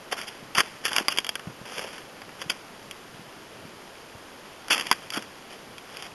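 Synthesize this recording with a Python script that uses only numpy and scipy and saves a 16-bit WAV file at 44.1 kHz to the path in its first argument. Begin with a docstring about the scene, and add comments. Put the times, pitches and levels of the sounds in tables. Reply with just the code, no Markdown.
"""On packed snow outdoors, a ski boot is worked into a metal touring binding.
Impacts excite the damped modes of the steel jaws; stick-slip drives the sole's scrapes over metal and snow.
Shifts of weight thud as damped flexing of the ski, snow ticks as single impulses, and air is shaped noise.
A small camera just above adds a steady hiss, hollow notches in the treble and a cut at the top."""
import sys
import numpy as np
from scipy import signal
from scipy.fft import rfft, irfft, next_fast_len
from scipy.io import wavfile

SR = 44100
rng = np.random.default_rng(int(sys.argv[2]) if len(sys.argv) > 2 else 0)


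def wav_out(sig):
    """Save sig, one row per channel (or a flat mono array), as 16-bit PCM at SR to the path in sys.argv[1]."""
    wavfile.write(sys.argv[1], SR, np.round(np.clip(np.atleast_2d(sig).T, -1, 1) * 32767).astype(np.int16))


N = 270754
HIT_SIZE = 4096   # length of one impact [samples]

# strokes of the boot: (start [s], swell up to the push [s], easing off [s], level at the push [dB],
# share of bare metal against snow [0-1], resonance of the rubbed part [Hz])
STROKES = [(0.113, 0.016, 0.0082, -26, 0.66, 630), (0.167, 0.019, 0.049, -31, 0.6, 1400),
           (.264, 0.012, 0.026, -35.5, 0.9, 2940), (.549, 0.031, 0.031, -18, 0.57, 1350),
           (0.839, 0.027, 0.03, -24.5, 1, 1750), (0.913, 0.059, 0.057, -28.5, 0.66, 860),
           (1.095, 0.022, 0.035, -31, 0.8, 2880), (1.652, 0.12, 0.25, -35.5, 0.3, 500),
           (2.391, .028, 0.011, -36.5, 0.4, 3300), (2.495, 0.0038, 0.02, -27, 0.2, 3030),
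           (4.701, 0.013, .033, -14, 0.87, 2580), (4.746, 0.0085, 0.11, -36.5, 0.7, 1170),
           (4.86, 0.063, 0.15, -43.5, 0.4, 3180), (5.121, 0.049, .012, -26.5, 0.67, 1400),
           (5.49, .02, 0.077, -45, 0.15, 3000), (5.87, 0.19, .022, -41.5, 0.15, 3150)]
# spectrum of rubbed or breaking snow: (frequency [Hz], relative level [dB per Hz])
SNOW_SPECTRUM = [(60, -39.5), (200, -3), (550, -2), (850, 0), (1300, -3), (2000, 0), (3200, -1.5),
                 (5000, -5), (7000, -16), (11000, -14), (12800, -30)]


def from_db(db):
    """Amplitude gain is ten to the power of a twentieth of the decibels."""
    return 10 ** (np.asarray(db) / 20)


def rms_one(x):
    """Normalise mean power: scale to an rms of 1."""
    return x / np.sqrt(np.mean(x ** 2) + 1e-20)


def burst_one(x, seconds):
    """Normalise energy: scale to that of a burst of rms 1 and this length."""
    return x * np.sqrt(seconds * SR / (np.sum(x ** 2) + 1e-20))


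def add(out, s, x):
    """Superposition: mix x into out from time s [s] on."""
    at = max(0, round(s * SR))
    out[at:at + len(x)] += x[:max(0, N - at)]


def causal_filter(x, response):
    """Minimum-phase filter by folding the cepstrum; its level in dB is response(Hz)."""
    size = 2 * next_fast_len(len(x) // 2 + HIT_SIZE // 2)
    hz = np.maximum(np.fft.rfftfreq(size, 1 / SR), 1)
    cepstrum = irfft(np.log(from_db(response(hz))))
    # fold the anticausal half onto the causal half
    cepstrum[1:size // 2] *= 2
    cepstrum[size // 2 + 1:] = 0
    return irfft(rfft(x, size) * np.exp(rfft(cepstrum)))[:len(x)]


def coloured(x, spectrum):
    """Spectral shaping: a filter joined in dB along a log-frequency axis."""
    hz, db = np.transpose(spectrum)
    return causal_filter(x, lambda f: np.interp(np.log(f), np.log(hz), db))


def notched(x, notches):
    """Band rejection: bell-shaped dips in the level."""
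    def dips(f):
        return sum(db * np.exp(-((f - hz) / width) ** 2) for hz, width, db in notches)
    return causal_filter(x, dips)


def resonance(x, hz, q):
    """Damped oscillator: a two-pole band-pass of quality q."""
    r = np.exp(-np.pi * hz / (q * SR))
    return signal.lfilter([1, 0, -1], [1, -2 * r * np.cos(2 * np.pi * hz / SR), r * r], x)


def drift(rate):
    """Low-passed noise: a smooth random course of rms 1 that changes about rate times a second."""
    step, settle = 20, 4000   # samples per slow value, slow values dropped while the filter settles
    r = np.exp(-2 * np.pi * rate * step / SR)
    noise = rng.standard_normal(N // step + settle + 2)
    slow = signal.lfilter([1], [1, -2 * r, r * r], noise)[settle:]
    return np.interp(np.arange(N) / step, np.arange(len(slow)), rms_one(slow))


def decaying_noise(t, t60):
    """Exponential decay: unit-energy noise that falls 60 dB in t60 [s]."""
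    return burst_one(rng.standard_normal(len(t)) * from_db(-60 * t / t60), 1 / SR)


def contact(t, chatter_db, chatter_t60):
    """Impulsive force: one sharp blow followed by a spray of tiny rebounds."""
    return (t == 0) + from_db(chatter_db) * decaying_noise(t, chatter_t60)


def binding_clicks(ring_db=-13.5, mode_spread_db=8.5, detune=0.0093, shell_db=-2.0, shell_t60=0.038):
    """Modal excitation: each contact cracks and rings the modes; the plastic shell knocks duller."""
    # boot striking the binding: (time [s], level of the bright crack [dB], body of the knock re crack [dB])
    strikes = [(0.129, -27.5, 1), (0.2153, -32, -11), (0.55, -27, -9), (0.5825, -16, 2.5), (0.595, -25, -7),
               (0.6047, -14.5, -1), (0.8535, -18.5, -7), (0.8815, -26.5, -8), (0.919, -33, 4.5),
               (0.9318, -23.5, -12), (0.9641, -15, -6), (0.983, -16, -4), (1.0833, -13.5, -6.5),
               (1.1743, -23, -10), (1.1856, -14, -9), (1.2028, -35, -20), (1.2458, -27, -7),
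               (1.2668, -27, -9), (1.2918, -19.5, -9.5), (1.3548, -24.5, -4.5), (1.3951, -36.5, 0),
               (1.782, -28.5, -4), (1.7932, -31, 0.5), (2.218, -40, 2.5), (2.2921, -43.5, 3),
               (2.4167, -31, -1.5), (2.4228, -32.5, -4), (2.499, -20, -10), (2.5027, -19.5, -9),
               (2.9115, -30, -10.5), (4.6833, -34.5, -1), (4.7068, -19.5, -0.5), (4.7572, -36, -17),
               (4.7798, -24.5, -11), (4.7975, -25, -4), (4.8105, -24, -13), (4.8691, -27.5, -12),
               (4.9138, -11, -.5), (4.927, -20.5, -5), (5.1039, -27.5, -16), (5.1366, -29, -14),
               (5.224, -36, -3.5), (5.782, -35.5, -8), (5.9701, -32.5, -9), (6.0241, -33, -6)]
    # ringing of the binding with the boot on it: (frequency [Hz], mean level [dB], t60 [s])
    mode_table = [(1125, 1, 0.03), (1400, -12, 0.045), (1520, -7.5, 0.033), (1750, 5, 0.01),
                  (2320, -2, 0.019), (2770, -12, 0.036), (3240, 2.5, 0.035), (4774, 4.5, 0.036),
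                  (5080, -11, 0.021), (6350, -9, .016), (9030, 2, 0.026), (11100, -24, .018),
                  (11080, 1.5, 0.028)]
    # spectrum of the bright crack: (frequency [Hz], relative level [dB per Hz])
    crack_spectrum = [(1200, -21), (2100, 0.5), (3250, 4), (4700, -0.5), (5300, -3.5), (6000, -9),
                      (7200, -11.5), (9500, -14.5), (11200, -7), (12700, -16.5)]
    # spectrum of the duller knock: (frequency [Hz], relative level [dB per Hz])
    knock_spectrum = [(60, -34), (200, -9), (700, -6.5), (1100, -2.5), (1600, 2), (2100, -4.5),
                      (3200, -21.5), (8000, -46.5)]
    span = 0.005   # length that the burst levels refer to [s]
    tail_db, tail_t60 = -19, 0.13   # faint noise after the blow [dB, s]
    out, t = np.zeros(N), np.arange(HIT_SIZE) / SR
    hz, mode_db, t60 = np.transpose(mode_table)[:, :, None]
    for s, crack_db, body_db in [*strikes, *rattles()]:
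        force = contact(t, chatter_db=-2.0, chatter_t60=0.022)
        # mode strengths vary widely and pitches slightly, at random, from blow to blow
        strength, shift = rng.standard_normal((2, len(mode_table), 1))
        decay = from_db(mode_db + mode_spread_db * strength - 60 * t / t60)
        modes = decay * np.cos(2 * np.pi * hz * (1 + detune * shift) * t)
        ringing = signal.fftconvolve(force, burst_one(modes.sum(axis=0), 1 / SR))[:len(t)]
        tail = decaying_noise(t, tail_t60)
        shell = decaying_noise(t, shell_t60)
        blow = force + from_db(ring_db) * ringing + from_db(tail_db) * tail
        crack = burst_one(coloured(blow, crack_spectrum), span)
        knock = burst_one(coloured(blow + from_db(shell_db) * shell, knock_spectrum), span)
        polarity = rng.choice([-1, 1])
        add(out, s, polarity * from_db(crack_db) * (crack + from_db(body_db) * knock))
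    return out


def rattles(count=3):
    """Loose-joint impacts: each stroke shakes the jaws into (time [s], crack [dB], body re crack [dB])."""
    mean_db, spread_db, body_db = -14, 5.5, -2   # mean re the push, its scatter, body re the crack
    fade_db = 0.5   # change of level over the whole rattling span
    after_s = 0.012   # rattling outlasts the stroke by this much
    rows = []
    for start, swell, ease, push_db, _, _ in STROKES:
        along = (np.arange(count) + rng.random(count)) / count
        levels = push_db + mean_db + fade_db * along + spread_db * rng.standard_normal(count)
        times = start + swell + along * (ease + after_s)
        rows += [(s, db, body_db) for s, db in zip(times, levels)]
    return rows


def slips(per_s, size_db, clump_db, clump_rate):
    """Stick-slip friction: tiny random impulses of uneven size whose strength drifts in clumps."""
    sizes = from_db(size_db * np.minimum(rng.exponential(1, N), 4)) * rng.choice([-1, 1], N)
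    return (rng.random(N) < per_s / SR) * sizes * from_db(clump_db * drift(clump_rate))


def boot_scrapes(sharpness=7.1, overtone=1.755, overtone_db=-12.5):
    """Friction-driven resonance: the sole grates over steel and crushes snow, which goes on crumbling."""
    # spectrum of the sole on steel: (frequency [Hz], relative level [dB per Hz])
    metal_spectrum = [(80, -53), (300, -23), (800, -9), (1300, 0.5), (2100, -5), (3100, 3.5), (4800, -1.5),
                      (5400, -3), (6300, -9.5), (9000, -14), (11200, -6), (12700, -13)]
    bite_db, leave_db = -10, -10.5   # start and end of a stroke, re its push
    on_snow_db, on_metal_db = -17, -7   # the rubbed part rings freely when bare, damped by snow
    settle_db, settle_t60 = -19.5, 0.67   # crumbling after each stroke [dB re push, s]
    edge_s = 0.0035   # time for the contact to close; it opens over twice this
    metal = coloured(slips(per_s=5000, size_db=3.3, clump_db=3.0, clump_rate=150), metal_spectrum)
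    snow = coloured(slips(per_s=3000, size_db=4.0, clump_db=2.0, clump_rate=49), SNOW_SPECTRUM)
    out, crumbling, t = np.zeros(N), np.zeros(N), np.arange(N) / SR
    judder_db = 1.1 * drift(32)   # the sole catches and slides unevenly
    for start, swell, ease, push_db, share, part_hz in STROKES:
        end = start + max(swell + ease, edge_s)
        corners = [start - edge_s / 2, start + edge_s / 2, end, end + 2 * edge_s]
        on = (t > corners[0]) & (t < corners[-1])
        pressure = np.interp(t[on], corners, [0, 1, 1, 0])
        grit = np.sqrt(share) * rms_one(metal[on]) + np.sqrt(1 - share) * rms_one(snow[on])
        # the rubbed part answers with its lowest two bending modes
        lower_mode = rms_one(resonance(grit, part_hz, sharpness))
        upper_mode = rms_one(resonance(grit, overtone * part_hz, overtone * sharpness))
        part = lower_mode + from_db(overtone_db) * upper_mode
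        part_db = share * on_metal_db + (1 - share) * on_snow_db
        rasp = rms_one(grit + from_db(part_db) * part)
        effort_db = np.interp(t[on], [start, start + swell, end], [bite_db, 0, leave_db])
        out[on] += rasp * pressure * from_db(push_db + effort_db + judder_db[on])
        add(crumbling, end, from_db(push_db + settle_db - 60 * t[:SR] / settle_t60))
    return out + crumbling * rms_one(snow)


def ski_thuds(swell_cycles=0.44, crush_db=-4.5, crush_t60=0.072):
    """Heavily damped flexure: snow stops the ski within a few cycles and gives way twice, crunching."""
    # weight coming down on the ski: (time [s], level [dB], pitch [Hz])
    weight_shifts = [(0.1278, -26.5, 583), (0.425, -43.5, 155), (0.583, -33, 178), (1.008, -31, 297),
                     (1.4713, -30, 149), (1.497, -38, 139), (1.612, -39.5, 145), (1.845, -34, 433),
                     (2.460, -39.5, 160), (3.143, -44, 145), (3.192, -41.5, 156), (3.651, -41, 190),
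                     (4.15, -41.5, 106), (5.173, -28, 270)]
    sink_s, sink_db = 0.024, -17   # the ski sinks in once more, later and more softly
    span = 0.008   # length that the burst levels refer to [s]
    out, t = np.zeros(N), np.arange(HIT_SIZE) / SR
    second_sinks = [(s + sink_s, db + sink_db, hz) for s, db, hz in weight_shifts]
    for s, level_db, hz in [*weight_shifts, *second_sinks]:
        age = t * hz / swell_cycles
        displacement = age ** 2 * np.exp(-1.5 * age) * np.sin(2 * np.pi * hz * t)
        # the ski radiates with its speed, so no deep rumble is left
        flex = burst_one(np.gradient(displacement), span)
        crumble = rng.standard_normal(len(t)) * from_db(-60 * t / crush_t60)
        crush = burst_one(resonance(crumble, hz, 1.16), span)
        add(out, s, from_db(level_db) * burst_one(flex + from_db(crush_db) * crush, span))
    return out


def snow_ticks(level_db=-60):
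    """Brittle fracture: single crystals give way under the standing skis as sparse impulses."""
    ticks = slips(per_s=28, size_db=0.0, clump_db=0.0, clump_rate=0.5)
    return from_db(level_db) * rms_one(coloured(ticks, SNOW_SPECTRUM))


def open_air(waver_db=0.1, buffet_db=-60, buffet_swing_db=2.5):
    """Broadband turbulence: a nearly steady outdoor hush with faint low buffets of breeze."""
    # spectrum of the hush: (frequency [Hz], relative level [dB per Hz])
    air_spectrum = [(25, -24), (70, -18), (115, -11), (200, -1), (400, 2), (700, -0.5), (1400, -3.5),
                    (2400, -9), (3300, -8), (4700, -11), (5600, -16.5), (7000, -18.5), (10000, -42),
                    (11300, -26), (13000, -26)]
    hush_db = -46.5 + waver_db * drift(5.5)
    hush = rms_one(coloured(rng.standard_normal(N), air_spectrum)) * from_db(hush_db)
    low_band = signal.butter(2, [95, 220], "band", fs=SR, output="sos")
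    lows = signal.sosfilt(low_band, rng.standard_normal(N))
    buffets = rms_one(lows * from_db(buffet_swing_db * drift(3.1)))
    return hush + from_db(buffet_db) * buffets


def scene():
    """Free-field superposition: everything sounds close below the microphone, with no walls to answer."""
    return (binding_clicks() + boot_scrapes() + ski_thuds() + snow_ticks() + open_air())[None]


def record(dry):
    """Band limiting and saturation: the treble has hollow dips, the preamplifier hisses and rounds peaks."""
    # hollow dips in the incoming sound: (centre [Hz], width [Hz], depth [dB])
    treble_dips = [(3988, 372, -30), (7960, 490, -10.5), (11870, 260, -16)]
    # narrower dips that also cut the camera's own hiss: (centre [Hz], width [Hz], depth [dB])
    late_dips = [(8040, 320, -11), (12050, 260, -15)]
    # spectrum of the preamplifier hiss: (frequency [Hz], relative level [dB per Hz])
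    hiss_spectrum = [(500, 5), (4000, 0), (7000, -7.5), (12000, -4.5)]
    hiss_db, cutoff_hz = -50.5, 12720
    top = 1.0   # amplitude that the rounded peaks approach
    hiss = from_db(hiss_db) * rms_one(coloured(rng.standard_normal(N), hiss_spectrum))
    heard = notched(dry[0], treble_dips) + hiss
    rounded = top * np.tanh(heard / top)
    heard = notched(rounded, late_dips)
    low_pass = signal.ellip(12, 0.2, 70, cutoff_hz, fs=SR, output="sos")
    return signal.sosfilt(low_pass, heard)[None]


dry = scene()
out = record(dry)
wav_out(out)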